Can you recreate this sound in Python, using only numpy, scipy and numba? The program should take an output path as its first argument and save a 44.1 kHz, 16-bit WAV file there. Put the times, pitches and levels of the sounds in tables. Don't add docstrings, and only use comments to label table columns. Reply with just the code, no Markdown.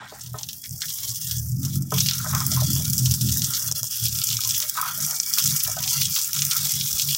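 import sys
import numpy as np
from scipy import signal
from scipy.fft import rfft, irfft
from scipy.io import wavfile
from scipy.ndimage import uniform_filter1d, minimum_filter1d
from numba import njit

SR = 44100
rng = np.random.default_rng(int(sys.argv[2]) if len(sys.argv) > 2 else 0)


def wav_out(sig):
    wavfile.write(sys.argv[1], SR, np.round(np.clip(np.atleast_2d(sig).T, -1, 1) * 32767).astype(np.int16))


N = 316197

# t/s, spray level/dB, heavy drops level/dB
JET_LEVELS = [(0.0, -57.5, -48), (0.14, -47.5, -54), (0.26, -46.5, -52), (0.52, -44.5, -53),
              (0.64, -43.5, -63), (0.76, -43, -72), (0.86, -38.5, -49), (1.0, -35, -42.5),
              (1.18, -34.5, -48), (1.26, -33, -40.5), (1.38, -35, -45), (1.44, -41, -75), (1.62, -44, -62),
              (1.74, -38, -45.5), (1.84, -47, -69), (1.96, -28.5, -34.5), (2.08, -28, -32),
              (2.12, -34, -43), (2.41, -33, -43.5), (2.56, -30.5, -36), (2.97, -32, -45),
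              (3.33, -30.5, -41.5), (3.55, -29, -39.5), (3.71, -28.5, -40.5), (3.93, -30, -38.5),
              (4.29, -30.5, -38.5), (4.41, -33, -36.5), (4.49, -28.5, -37), (4.63, -29.5, -37),
              (4.71, -36, -43.5), (4.91, -33.5, -41), (5.19, -27.5, -40), (5.49, -28.5, -37.5),
              (5.65, -30.5, -47.5), (5.85, -31.5, -42), (5.97, -27.5, -31.5), (6.03, -28, -35.5),
              (6.41, -29, -39), (6.55, -28, -35), (6.95, -29.5, -37.5), (7.17, -30.5, -35.5)]
# f/Hz, width/Hz, level/dB among the modes
HUB_MODES = [(994, 32, -10.5), (1373, 74, 2), (1562, 120, -13), (1703, 50, -11), (2063, 52, -1.5),
             (2310, 100, 8), (2740, 34, 3.5), (3100, 56, 8), (3446, 30, 9.5), (4140, 52, 7), (4790, 37, 0)]
TRICKLE_TOP_HZ = 2000
SWELL_DB, SWELLS_PER_S = 4.5, 12
DRIFT = .015
PATCHY_DB = 10
GROUND_ECHO_S = .0021


def undb(db):
    return 10 ** (np.asarray(db) / 20)


def unit(x):
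    return x / np.sqrt(np.mean(x ** 2))


def curves(table):
    s, *columns = np.transpose(table)
    return [np.interp(np.arange(N) / SR, s, c) for c in columns]


def colour(x, points):
    hz, db = np.transpose(points)
    grid_hz = np.linspace(1, SR / 2, 2049)
    gain = undb(np.interp(np.log(grid_hz), np.log(hz), db))
    cepstrum = irfft(np.log(gain))
    cepstrum[1:2048] *= 2
    cepstrum[2049:] = 0
    response = irfft(np.exp(rfft(cepstrum)))
    rows = signal.fftconvolve(np.atleast_2d(x), response[None], axes=1)
    return rows[:, :x.shape[-1]].reshape(x.shape)


def band(x, lo_hz, hi_hz):
    return signal.sosfilt(signal.butter(5, [lo_hz, hi_hz], "band", fs=SR, output="sos"), x)


@njit
def svf(x, hz, q):
    y, b, l = np.empty(len(x)), 0., 0.
    for i in range(len(x)):
        g, k = np.tan(np.pi * hz[i] / SR), 1 / q
        v = (b + g * (x[i] - l)) / (1 + g * (g + k))
        b, l, y[i] = 2 * v - b, l + 2 * g * v, k * v
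    return y


def walk(rate):
    k = int(SR / rate)
    steps = np.repeat(rng.standard_normal(N // k + 1), k)
    return 1.344 * uniform_filter1d(steps, k)[:N]


def span(start_s, end_s, fade_s):
    t = np.arange(N) / SR
    return np.clip(np.minimum(t - start_s, end_s - t) / fade_s + .5, 0, 1)


def burst(start_s, length_s, attack_s, release_s):
    t = np.arange(N) / SR - start_s
    return np.clip(t / attack_s, 0, 1) * np.exp(-np.maximum(t - length_s, 0) / release_s)


def drops(per_s, spread_db, tail_s):
    size_db = spread_db * np.minimum(rng.exponential(size=N), 4)
    hits = (rng.random(N) < per_s / SR) * undb(size_db) ** 2
    power = signal.lfilter([1], [1, -np.exp(-1 / (tail_s * SR))], hits)
    return np.sqrt(power) * rng.standard_normal(N)


def patchy(x, lo_hz, hi_hz, spread_db, rate):
    edges = lo_hz * 2 ** np.arange(0, np.log2(hi_hz / lo_hz) + .2, .25)
    return sum(undb(-spread_db * np.abs(walk(rate))) * band(x, a, b) for a, b in zip(edges, edges[1:]))


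def three_bands(x, lowest_hz):
    # f/Hz, level/dB per Hz
    spray_colour = [(600, -59), (1000, -30.5), (1900, -21.5), (2360, -15), (2960, -10), (3300, -5.5),
                    (3960, -8), (5060, -1), (5750, 1.5), (8450, -4.5), (9200, -6), (14900, -1.5),
                    (16000, 2)]
    x = colour(x, spray_colour)
    return [band(x, lowest_hz, 4690), band(x, 4883, 9160), band(x, 9430, 17670)]


def hub_ring(water, modes, drifts_per_s):
    ring = 0
    for hz, width_hz, db in modes:
        pitch = hz * (1 + DRIFT * walk(drifts_per_s))
        mode = unit(svf(water, pitch, hz / width_hz))
        ring = ring + undb(db + SWELL_DB * walk(SWELLS_PER_S)) * mode
    return unit(ring)


def yard_murmur():
    # f/Hz, level/dB per Hz
    yard_colour = [(12, -14), (25, -28.5), (91, -6.5), (147, -10.5), (340, -32), (520, -31), (750, -31),
                   (1180, -48), (2130, -40), (4500, -45), (6000, -73)]
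    noise = band(colour(rng.standard_normal(N), yard_colour), 19, 5000)
    return undb(-52) * unit(noise * undb(4.1 * walk(10)))


def lulls():
    # start t/s, end t/s, level/dB
    gaps = [(0.288, 0.35, -5), (0.59, 0.607, -2), (1.53, 1.594, -6), (1.788, 1.81, -5), (1.832, 1.851, -18),
            (1.865, 1.907, -8.5), (3.16, 3.207, -2.5), (3.697, 3.711, -12.5), (3.718, 3.746, -30),
            (3.81, 3.835, -15), (3.863, 3.904, -8.5), (4.068, 4.117, -4.5), (5.155, 5.264, -6),
            (5.749, 5.76, -7), (6.04, 6.1, -3), (6.293, 6.327, -6), (6.923, 6.943, -6)]
    return undb(sum(db * span(a, b, .02) for a, b, db in gaps))


def jet():
    spray_db, heavy_db = curves(JET_LEVELS)
    build_up = 1 - np.exp(-np.arange(N) / SR / .18)
    mist = undb(-29.5 + .81 * (spray_db + 32.5)) * build_up
    flurry = undb(0.4 * walk(45) + 1.8 * walk(130))
    water = flurry * (unit(drops(700, 2.16, 0.00078)) + 0.76 * rng.standard_normal(N))
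    dull, middle, sharp = three_bands(water, 1520)
    fine = three_bands(drops(1100, 6.0, 0.00056), 1800)[2]
    sharp = unit(sharp) + 0.79 * unit(fine)
    ring = hub_ring(water, [mode for mode in HUB_MODES if mode[0] > TRICKLE_TOP_HZ], 5)
    dull = unit(patchy(dull, 1480, 5000, PATCHY_DB, 9)) * undb(0.82 * walk(25))
    heavy = unit(dull + .55 * ring)
    middle = unit(patchy(middle, 3990, 11000, 2.3, 13))
    return lulls() * (undb(heavy_db) * heavy + undb(spray_db) * middle + mist * unit(sharp))


def grounded(x):
    lag, echo = int(GROUND_ECHO_S * SR), undb(-12)
    return (x + echo * np.pad(x, (lag, 0))[:N]) / np.hypot(1, echo)


def trickle():
    # t/s, level/dB
    trickle_levels = [(0.0, -39), (0.06, -44), (0.44, -68), (0.76, -73.5), (1.02, -64), (1.48, -68),
                      (1.98, -57), (2.1, -52.5), (2.37, -43), (2.43, -46), (2.79, -54.5), (3.53, -50),
                      (3.67, -50.5), (4.27, -52), (4.51, -47), (4.93, -47), (5.13, -46.5), (5.6, -44.5),
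                      (5.72, -43), (5.85, -42.5), (6.25, -50.5), (6.61, -44), (6.85, -52.5), (7.17, -49)]
    water = unit(drops(400, 5.8, 0.0053)) + 0.59 * rng.standard_normal(N)
    ring = hub_ring(water, [mode for mode in HUB_MODES if mode[0] < TRICKLE_TOP_HZ], 5.4)
    wash = unit(patchy(water, 993, 2400, PATCHY_DB, 11))
    return undb(curves(trickle_levels)[0]) * lulls() * band(ring + 0.5 * wash, 947, 3300)


def dipped(x):
    # t/s, f/Hz, depth (0 to 1)
    dip_path = [(0, 2550, 0), (0.3, 2300, 1), (0.6, 2260, 1), (0.9, 2500, 0.75), (1.25, 2300, 1),
                (1.5, 2500, 0.8), (2.0, 1850, .6), (2.17, 2800, 0.06), (2.32, 2900, 1), (2.5, 2700, 1),
                (2.66, 2320, 0.6), (2.85, 2100, 0.6), (3.2, 2130, .8), (3.4, 2330, 0.65), (3.55, 2580, 1),
                (3.7, 2240, 0.9), (4.1, 2040, 0.7), (4.45, 1830, 0.6), (4.7, 2800, 0), (5.0, 2720, 0.4),
                (5.3, 2780, 0.64), (5.5, 1980, 0), (5.7, 2560, 0), (5.92, 1730, 0.75), (6.4, 1820, 0.16),
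                (7.05, 1900, 0.7), (7.17, 2100, .7)]
    hz, depth = curves(dip_path)
    return x - np.clip(depth, 0, .97) * svf(x, hz, 2.87)


def slosh():
    # start t/s, length/s, level/dB, centre f/Hz
    gulp_rows = [(-.02, 0.076, -46.5, 880), (0.12, 0.041, -46, 800), (0.338, 0.076, -48, 875),
                 (0.632, 0.006, -44.5, 2320), (0.813, 0.011, -40, 1820), (1.273, 0.064, -53, 1600),
                 (1.622, 0.069, -56, 1290), (1.924, 0.053, -42.5, 1140), (2.226, 0.064, -44, 1380),
                 (2.295, 0.061, -38, 1200), (2.326, 0.096, -34, 1210), (2.555, 0.057, -37.5, 1100),
                 (2.766, 0.036, -53, 885), (3.569, 0.12, -48.5, 1450), (4.134, 0.041, -55, 1540),
                 (4.416, 0.03, -53, 1060), (4.597, 0.031, -47.5, 1310), (4.749, 0.057, -35, 1250),
                 (4.828, 0.078, -36.5, 1220), (5.07, 0.099, -48.5, 790), (5.37, 0.022, -37, 1410),
                 (6.155, 0.033, -42.5, 1290), (6.605, 0.12, -57, 750)]
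    attack_s, release_s = .0075, .022
    parts = [undb(db) * burst(s, length, attack_s, release_s) + 1e-9 for s, length, db, _ in gulp_rows]
    gain = sum(parts)
    hz = sum(part * row[-1] for part, row in zip(parts, gulp_rows)) / gain
    splashes = unit(drops(300, 4.5, .006)) + 0.61 * rng.standard_normal(N)
    hollow = unit(svf(svf(svf(splashes, hz, 1.4), hz, 1.4), hz, 1.4))
    overtone = unit(svf(svf(splashes, 1.58 * hz, 2.5), 3.2 * hz, 2.5))
    narrow = unit(svf(splashes, hz, 16.))
    return gain * band(hollow + 0.66 * overtone + 0.065 * narrow, 450, 2460)


def engine():
    # t/s, third order f/Hz, level/dB, upper band level/dB above that level
    engine_path = [(0, 125, -57, 0), (1.05, 118, -52.5, -14.5), (1.3, 117, -31.5, -29),
                   (1.5, 119, -26, -24), (1.6, 130, -25, -11.5), (1.66, 141, -21.5, -16),
                   (1.72, 140, -24.5, -16), (1.8, 136, -20.5, -11.5), (1.88, 133, -32.5, -6.5),
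                   (1.97, 136, -23, -27), (2.06, 136, -23.5, -22), (2.14, 136, -33, -24),
                   (2.24, 135, -24.5, -22), (2.285, 134, -26, -26), (2.34, 133, -21, -12),
                   (2.42, 132, -24, -15), (2.51, 130, -23.5, -7.5), (2.62, 128, -21.5, -23),
                   (2.7, 128, -24, -9), (2.78, 127, -21.5, -23), (2.85, 127, -24, -19),
                   (2.94, 126, -24, -27), (3.02, 126, -24.5, -8.5), (3.1, 125, -20, -25.5),
                   (3.18, 124, -27.5, -20), (3.25, 120, -20.5, -8), (3.34, 120, -25.5, -11),
                   (3.46, 120, -26, -12), (3.55, 119, -44, -11), (4.6, 112, -59.5, -3),
                   (4.9, 150, -48, -11.5), (5.57, 148, -59, -4), (5.66, 106, -50, -12),
                   (5.84, 106, -47, -2), (5.93, 144, -53, -13), (7.17, 143, -54, -11.5)]
    # multiple of the firing rate, level/dB
    order_levels = [(1, -28), (2, -7.5), (3, 3), (4, -5), (5, -15), (6, -18.5), (7, -25.5), (8, -35),
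                    (9, -43), (10, -44)]
    # f/Hz, width/Hz, level/dB
    rumble_bands = [(98, 23, -27), (134, 65, 3), (197.6, 33, -11), (268, 45, -22.5)]
    # start t/s, length/s, level/dB
    swell_rows = [(0.234, 0.14, -40), (0.429, 0.055, -43), (0.7, 0.061, -34), (0.86, 0.04, -43),
                  (1.093, 0.043, -44), (3.643, 0.13, -39), (3.832, 0.012, -39), (4.024, 0.19, -34.5),
                  (4.275, 0.11, -33.5), (4.453, 0.11, -38), (4.965, 0.1, -35), (5.44, 0.11, -29),
                  (5.656, 0.26, -41), (5.973, 0.15, -30.5), (6.367, 0.13, -35.5), (6.59, 0.096, -36.5),
                  (6.734, 0.14, -33.5), (7.039, 0.1, -37)]
    hz, db, upper_db = curves(engine_path)
    turns = np.cumsum(hz / 3 * (1 + .006 * walk(25)) / SR)
    orders = 0
    for k, order_db in order_levels:
        tone = np.sin(2 * np.pi * (k * turns + rng.random()))
        orders = orders + undb(order_db + 3.5 * walk(14)) * tone
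    rumble = 0
    for f, width_hz, g in rumble_bands:
        centre, q = np.full(N, 1. * f), f / width_hz
        rumble = rumble + undb(g) * unit(svf(svf(rng.standard_normal(N), centre, q), centre, q))
    drone = unit(orders) + 0.56 * unit(rumble)
    swells = sum(undb(g) * span(s, s + length, .046) for s, length, g in swell_rows)
    low = (undb(db) + swells) * unit(band(drone, 42.5, 183.5))
    upper_gain = undb(db + upper_db + 2 * walk(12)) * (1 + 0.082 * swells / undb(db))
    return low + upper_gain * unit(band(drone, 192.4, 364))


def knocks():
    # t/s, peak level/dB, centre f/Hz, spread/octaves, share of the ring time (last two at least 0.1)
    blows = [(0.012, -38.5, 700, 0.63, 0.74), (0.121, -31.5, 485, 0.92, 0.34),
             (0.341, -26.5, 880, 0.8, 0.84), (0.344, -40, 420, 0.31, 0.49), (1.92, -15, 930, 0.54, 0.49),
             (1.922, -28, 367, 0.54, 0.48), (2.244, -26, 1270, 0.54, 1), (2.261, -24, 1510, 0.28, 0.096),
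             (2.265, -32, 634, 0.22, 0.5), (2.334, -21, 1120, 0.5, 0.81), (2.515, -37, 664, 0.28, 0.82),
             (2.571, -30, 1070, 0.18, 0.93), (2.62, -25.5, 630, 0.21, 0.35), (2.76, -38, 1000, 0.28, 0.44),
             (2.795, -38, 630, 0.55, 0.79), (3.107, -47, 474, 0.41, 0.19), (3.714, -34, 810, 1.34, 0.27),
             (3.831, -38, 910, 0.93, 0.12), (3.842, -40, 700, 0.95, 0.094), (4.312, -44, 1260, 0.17, 0.5),
             (4.389, -30, 1360, 0.15, 0.32), (4.452, -36.5, 1040, 0.16, 0.74), (4.772, -17, 1230, 0.2, 1),
             (4.784, -14, 1200, 0.28, 0.47), (4.826, -16.5, 1180, 0.15, 0.47),
             (4.85, -26, 1260, 0.15, 0.59), (4.881, -25, 1340, 0.24, 0.59), (5.114, -47, 770, 0.33, 1),
             (5.681, -29.5, 734, 0.35, 0.75), (5.767, -27, 736, 0.21, 0.75),
             (5.768, -30.5, 1520, 0.18, 0.61)]
    # f/Hz, level/dB, full time to fall by 60 dB/s
    hollow_modes = [(312, -7, 0.42), (431, 3.5, 0.16), (614, -17, 0.35), (624, 2, 0.18), (692, 9.5, 0.077),
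                    (754, 2.5, 0.12), (1002, 1.5, 0.15), (1043, 3, 0.18), (1276, 13, 0.08),
                    (1247, -11, 0.2), (1514, 1, 0.15), (1810, -1, 0.16), (2020, -25, 0.072)]
    out, t = np.zeros(N + 8192), np.arange(8192) / SR
    scatter_db = 2 * rng.standard_normal((len(blows), len(hollow_modes)))
    for (s, db, centre_hz, spread, share), scatter in zip(blows, scatter_db):
        ring = np.zeros(len(t))
        for (hz, mode_db, t60), extra_db in zip(hollow_modes, scatter):
            nearness = np.exp(-.5 * (np.log2(hz / centre_hz) / max(spread, .1)) ** 2)
            decay = np.exp(-np.log(1000) * t / (t60 * max(share, .1)))
            ring += undb(mode_db + extra_db) * nearness * np.sin(2 * np.pi * hz * t) * decay
        ring *= 1 - np.exp(-t / 0.0036)
        i = int(s * SR)
        out[i:i + len(t)] += undb(db) * ring / np.abs(ring).max()
    return out[:N]


def small_slugs():
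    slug_levels = [(6.5, 3), (-16, 6), (3, 4), (-20, 6.5)]
    count = 50
    mean_db, spread_db = np.transpose(slug_levels)
    rows = mean_db + spread_db * rng.standard_normal((count, len(mean_db)))
    s = rng.random(count) * N / SR
    spray_db = np.interp(s, *np.transpose(JET_LEVELS)[:2])
    lull_db = 20 * np.log10(lulls()[(s * SR).astype(int)])
    rows[:, 0] += spray_db + 2 * lull_db
    return np.column_stack([s, rows]).tolist()


def splats():
    # t/s, crack peak level/dB in the middle band, dull part/dB and sharp part/dB above that peak,
    # rms level/dB of the fizz in its first 4 ms above the crack peak of the same part
    big_slugs = [(0.096, -33.5, 2.5, -15, -22), (0.209, -30, -9, -10, -6), (0.262, -30.5, -1, -3, -11),
                 (0.2367, -28.5, -5, 4, -24), (0.333, -35, -18, 15, -30), (0.386, -25.5, -3.5, -17, -7.5),
                 (0.411, -29, 1, -10, -22), (0.4321, -17.5, -1, -20, -19.5), (0.488, -27, 3.5, 3, -8.5),
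                 (0.507, -32, 0, -8, -14), (0.531, -24, -5, 3, -16), (0.6396, -25, -1, -7, -17),
                 (0.658, -25, 1, -3, -25), (0.693, -22, -34, -11, -25), (0.7093, -19.5, -29, -28, -26),
                 (0.728, -28, -17, -8, -14), (0.806, -25, -10, -6, -12), (0.8125, -24, -3, -6, -19),
                 (0.8188, -20.5, 4, -12, -11), (0.855, -24, -3, 3, -10.5), (0.884, -23.5, 4, -8, -17),
                 (0.8913, -27, -4, 10, -10), (0.898, -20, -8, -1, -28), (0.903, -22, 4, -6, -15),
                 (0.9377, -21, -24, -5, -16), (0.986, -27.5, 2, -5, -12), (1.1032, -15, -36, -10, -17),
                 (1.3113, -20.5, -0.5, 2, -7), (1.3821, -21, -34, -3, -10), (1.519, -24, -30, -15, -17),
                 (1.597, -38, -34, 19, -27), (1.6306, -31, -7, 5, -4), (1.65, -22.5, -8.5, 1, -7.5),
                 (1.7563, -22, -16, 6.5, -16), (1.822, -23.5, -26, 1, -13), (1.906, -25, -6, 2, -22),
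                 (1.941, -20, -1, 6, -15), (1.983, -19.5, 5.5, 3, -10.5), (2.0049, -0.5, -4.5, -18, -18),
                 (2.061, -14, 3.5, -13, -18), (2.0864, -13.5, 10.5, -18, -20), (2.111, -20, 10.5, -10, -16),
                 (2.134, -20, -3.5, -9, -7.5), (2.182, -17, -11.5, -1, -12), (2.3496, -12, 0.5, 5.5, -27),
                 (2.404, -11.5, -4, -1, -24), (2.4655, -8, -27, 8.5, -24), (2.516, -19, -5, -7, -2.5),
                 (2.5637, -17, -9, 0, -23), (2.702, -20, -13, 2, -6), (2.732, -10.5, -29, 2, -16),
                 (2.7527, -11, -21, -5, -27), (2.8533, -13.5, -2, -16, -22), (2.8796, -21, -22, -4, -21),
                 (2.8989, -16.5, -22, 6, -13), (2.9328, -11, -11, 5, -17), (2.9803, -8.5, -29, 4, -18),
                 (2.9888, -12.5, -11, -10, -14), (3.0571, -15.5, -1.5, -20, -10),
                 (3.111, -13.5, -7.5, 2, -10.5), (3.1388, -14, -10, 2, -10), (3.211, -17, -5.5, 0, -11),
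                 (3.288, -25, 6, -10, -10.5), (3.3715, -14, -19, 4, -15), (3.4195, -13, -1, -3, -16),
                 (3.444, -14, -5.5, -4, -8.5), (3.5231, -23, -8, -4, -12), (3.5364, -19, 1, -7, -9),
                 (3.548, -19, -1, -2, -9), (3.567, -19, 0.5, -6, -12), (3.714, -8.5, -12, -5, -19),
                 (3.723, -9.5, -12, 1, -42), (3.831, -8, -13, 0, -29), (3.842, -16, -21, 2, -35),
                 (3.868, -21, -14, -4, -9), (4.0544, -15, 1, 6, -20), (4.064, -15, 3, -11, -19),
                 (4.0836, -20, -7, 15, -34), (4.1876, -12.5, 0, -11, -37), (4.153, -21.5, 1, -8, -14),
                 (4.2375, -10.5, -15, 4, -20), (4.241, -11, -14, 2, -18), (4.282, -22, -17, 0, -22),
                 (4.284, -18, -17, 0, -20), (4.303, -17, 3, -6, -16), (4.346, -20, -8, -6, -18),
                 (4.217, -23.5, 11, -6, -17), (4.2707, -8.5, -19, -11, -27), (4.2892, -9, -5, -5, -29),
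                 (4.312, -18, 0.5, -14, -12), (4.329, -15.5, 1, -2, -15), (4.369, -12, -5, -12, -18),
                 (4.39, -23, -4, -6, -20), (4.406, -16, -6, 4, -14), (4.416, -19, -2, -4, -15),
                 (4.448, -13.5, -4, -8, -19), (4.437, -13, -3, -8, -24), (4.4742, -16.5, -6, 7, -16),
                 (4.4917, -12.5, -7, -4, -16), (4.4993, -11.5, -11, -9, -16), (4.508, -12.5, -3, 0, -15),
                 (4.546, -19, 1, -6, -10), (4.5791, -13, -22, 7, -17), (4.602, -13, -2.5, 2, -20),
                 (4.6248, -18, 2.5, -7, -14), (4.6967, -12, -14, 10, -30), (4.814, -13.5, -19, 12, -28),
                 (4.976, -19.5, -15, 7, -15), (5.0033, -18, -20, -4, -12), (5.024, -18, -27, 1, -8),
                 (5.0645, -10.5, -22, 2, -22), (5.11, -11.5, -9, -14, -14.5), (5.144, -21, -8, -10, -18),
                 (5.1627, -19, -6, -11, -11), (5.2002, 1, -11, -19, -32), (5.2326, -16, -9, 0, -13.5),
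                 (5.2627, -19, -16, 0, -14), (5.2982, -22, -12, 13, -21), (5.3372, -1, -11, -1, -22),
                 (5.3843, -11, 2.5, 5.5, -12), (5.424, -17, -8, -4, -9), (5.44, -5, -9, -2, -23),
                 (5.458, -8.5, -17, -4, -10), (5.476, -10, -9, 8.5, -22), (5.499, -14, -23, -2, -14),
                 (5.524, -16, -16, -4, -15), (5.556, -17, -20, -4, -13), (5.5622, -14, -11, 3, -10),
                 (5.6047, -24, 2.5, -7, -9), (5.636, -14, -9, 11, -16), (5.649, -21, 1.5, -4, -12.5),
                 (5.676, -13.5, -21, -1, -15), (5.716, -16, -18, -4, -11), (5.789, -27.5, 1, -4, -8),
                 (5.828, -19, 2, 8, -19), (5.8374, -26, 10.5, -4, -11), (5.8767, -17.5, 3, -4, -13),
                 (5.907, -16, -11, -2, -8), (5.968, -21, -6, -6, -14), (6.0187, -18.5, 9, -13, -17),
                 (6.0542, -11, -5.5, -16, -13), (6.162, -18, 3, 0, -9.5), (6.188, -20, 1, -2, -10),
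                 (6.2457, -8, -19, -8, -32), (6.2719, -30, -5, -4, -17), (6.3317, -12, -4, 5, -23),
                 (6.363, -22, 1, -4, -9), (6.39, -14.5, -0.5, -10, -12), (6.4202, -6, -3, -16, -19),
                 (6.4514, -8.5, -10, 6, -33), (6.5112, -15.5, 0.5, -12, -7.5), (6.567, -13, -19, 9, -19),
                 (6.5847, -25, -10, -4, -18), (6.693, -12, -12, -6, -14), (6.7196, -9, -15, 5, -26),
                 (6.738, -15, -7, -4, -11), (6.811, -21.5, 12.5, -19.5, -21), (6.862, -18, -4, -9, -15),
                 (6.909, -18, -14, -4, -11), (6.929, -12.5, -8, 4, -15), (6.981, -18, -8, -4, -20),
                 (6.997, -11, 1.5, 2, -17.5), (7.019, -14, -8, 0, -10.5), (7.087, -28, 10.5, 12, -8.5),
                 (7.1485, -7.5, 2, -23, -47)]
    out, t = np.zeros(N + 4096), np.arange(4096) / SR
    s, db, dull_db, sharp_db, fizz_db = np.transpose(big_slugs + small_slugs())[:, :, None]
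    noise = rng.standard_normal((len(s), len(t)))
    lag, onset = int(GROUND_ECHO_S * SR), int(.004 * SR)
    crack = (0.29 + noise) * np.exp(-t / .00022)
    crack[:, lag:] += undb(-7) * crack[:, :-lag]
    fizz = noise * (1 - np.exp(-t / 0.00009)) * np.exp(-t / 0.011)
    slugs = 0
    parts = zip([dull_db, 0, sharp_db], three_bands(crack, 450), three_bands(fizz, 1080))
    for part_db, c, f in parts:
        crack_part = c / np.abs(c).max(axis=1, keepdims=True)
        fizz_part = f / f[:, :onset].std(axis=1, keepdims=True)
        slugs = slugs + undb(db + part_db) * (crack_part + undb(fizz_db) * fizz_part)
    for i, slug in zip((s[:, 0] * SR).astype(int), slugs):
        out[i:i + len(t)] += slug
    return out[:N]


def tones():
    # start t/s, end t/s, f/Hz, rms level/dB before it wavers
    tone_rows = [(0.89, 1.17, 1090, -64), (0.42, 0.76, 3330, -67), (0.93, 1.13, 3130, -58),
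                 (0.95, 1.15, 3680, -60), (1.23, 1.31, 1830, -61), (1.3, 1.42, 1670, -62),
                 (1.92, 2.02, 436, -52), (3.6, 3.82, 604, -65), (5.03, 5.33, 2300, -55),
                 (5.5, 5.74, 2320, -55), (5.86, 5.89, 760, -53), (4.62, 4.69, 610, -59),
                 (4.98, 5.06, 630, -57), (5.09, 5.16, 750, -57)]
    out = np.zeros(N)
    for a, b, hz, db in tone_rows:
        turns = np.cumsum(hz + 12. * walk(40)) / SR
        gain = undb(db + 6 * walk(35)) * np.sqrt(2) * span(a, b, .03)
        out += gain * np.sin(2 * np.pi * turns)
    return out


def scene():
    water = dipped(grounded(jet()) + trickle() + splats())
    return (yard_murmur() + water + slosh() + engine() + knocks() + tones())[None]


def record(dry):
    top_hz, ceiling, k = 15750, .78, int(.002 * SR)
    cut = signal.ellip(10, .2, 70, top_hz, fs=SR, output="sos")
    heard = signal.sosfilt(cut, dry)
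    headroom = np.minimum(1, ceiling / (np.abs(heard) + 1e-9))
    gain = uniform_filter1d(minimum_filter1d(headroom, 2 * k + 1), k)
    smooth = signal.butter(8, 1.06 * top_hz, fs=SR, output="sos")
    return signal.sosfilt(smooth, heard * gain)


dry = scene()
out = record(dry)
wav_out(out)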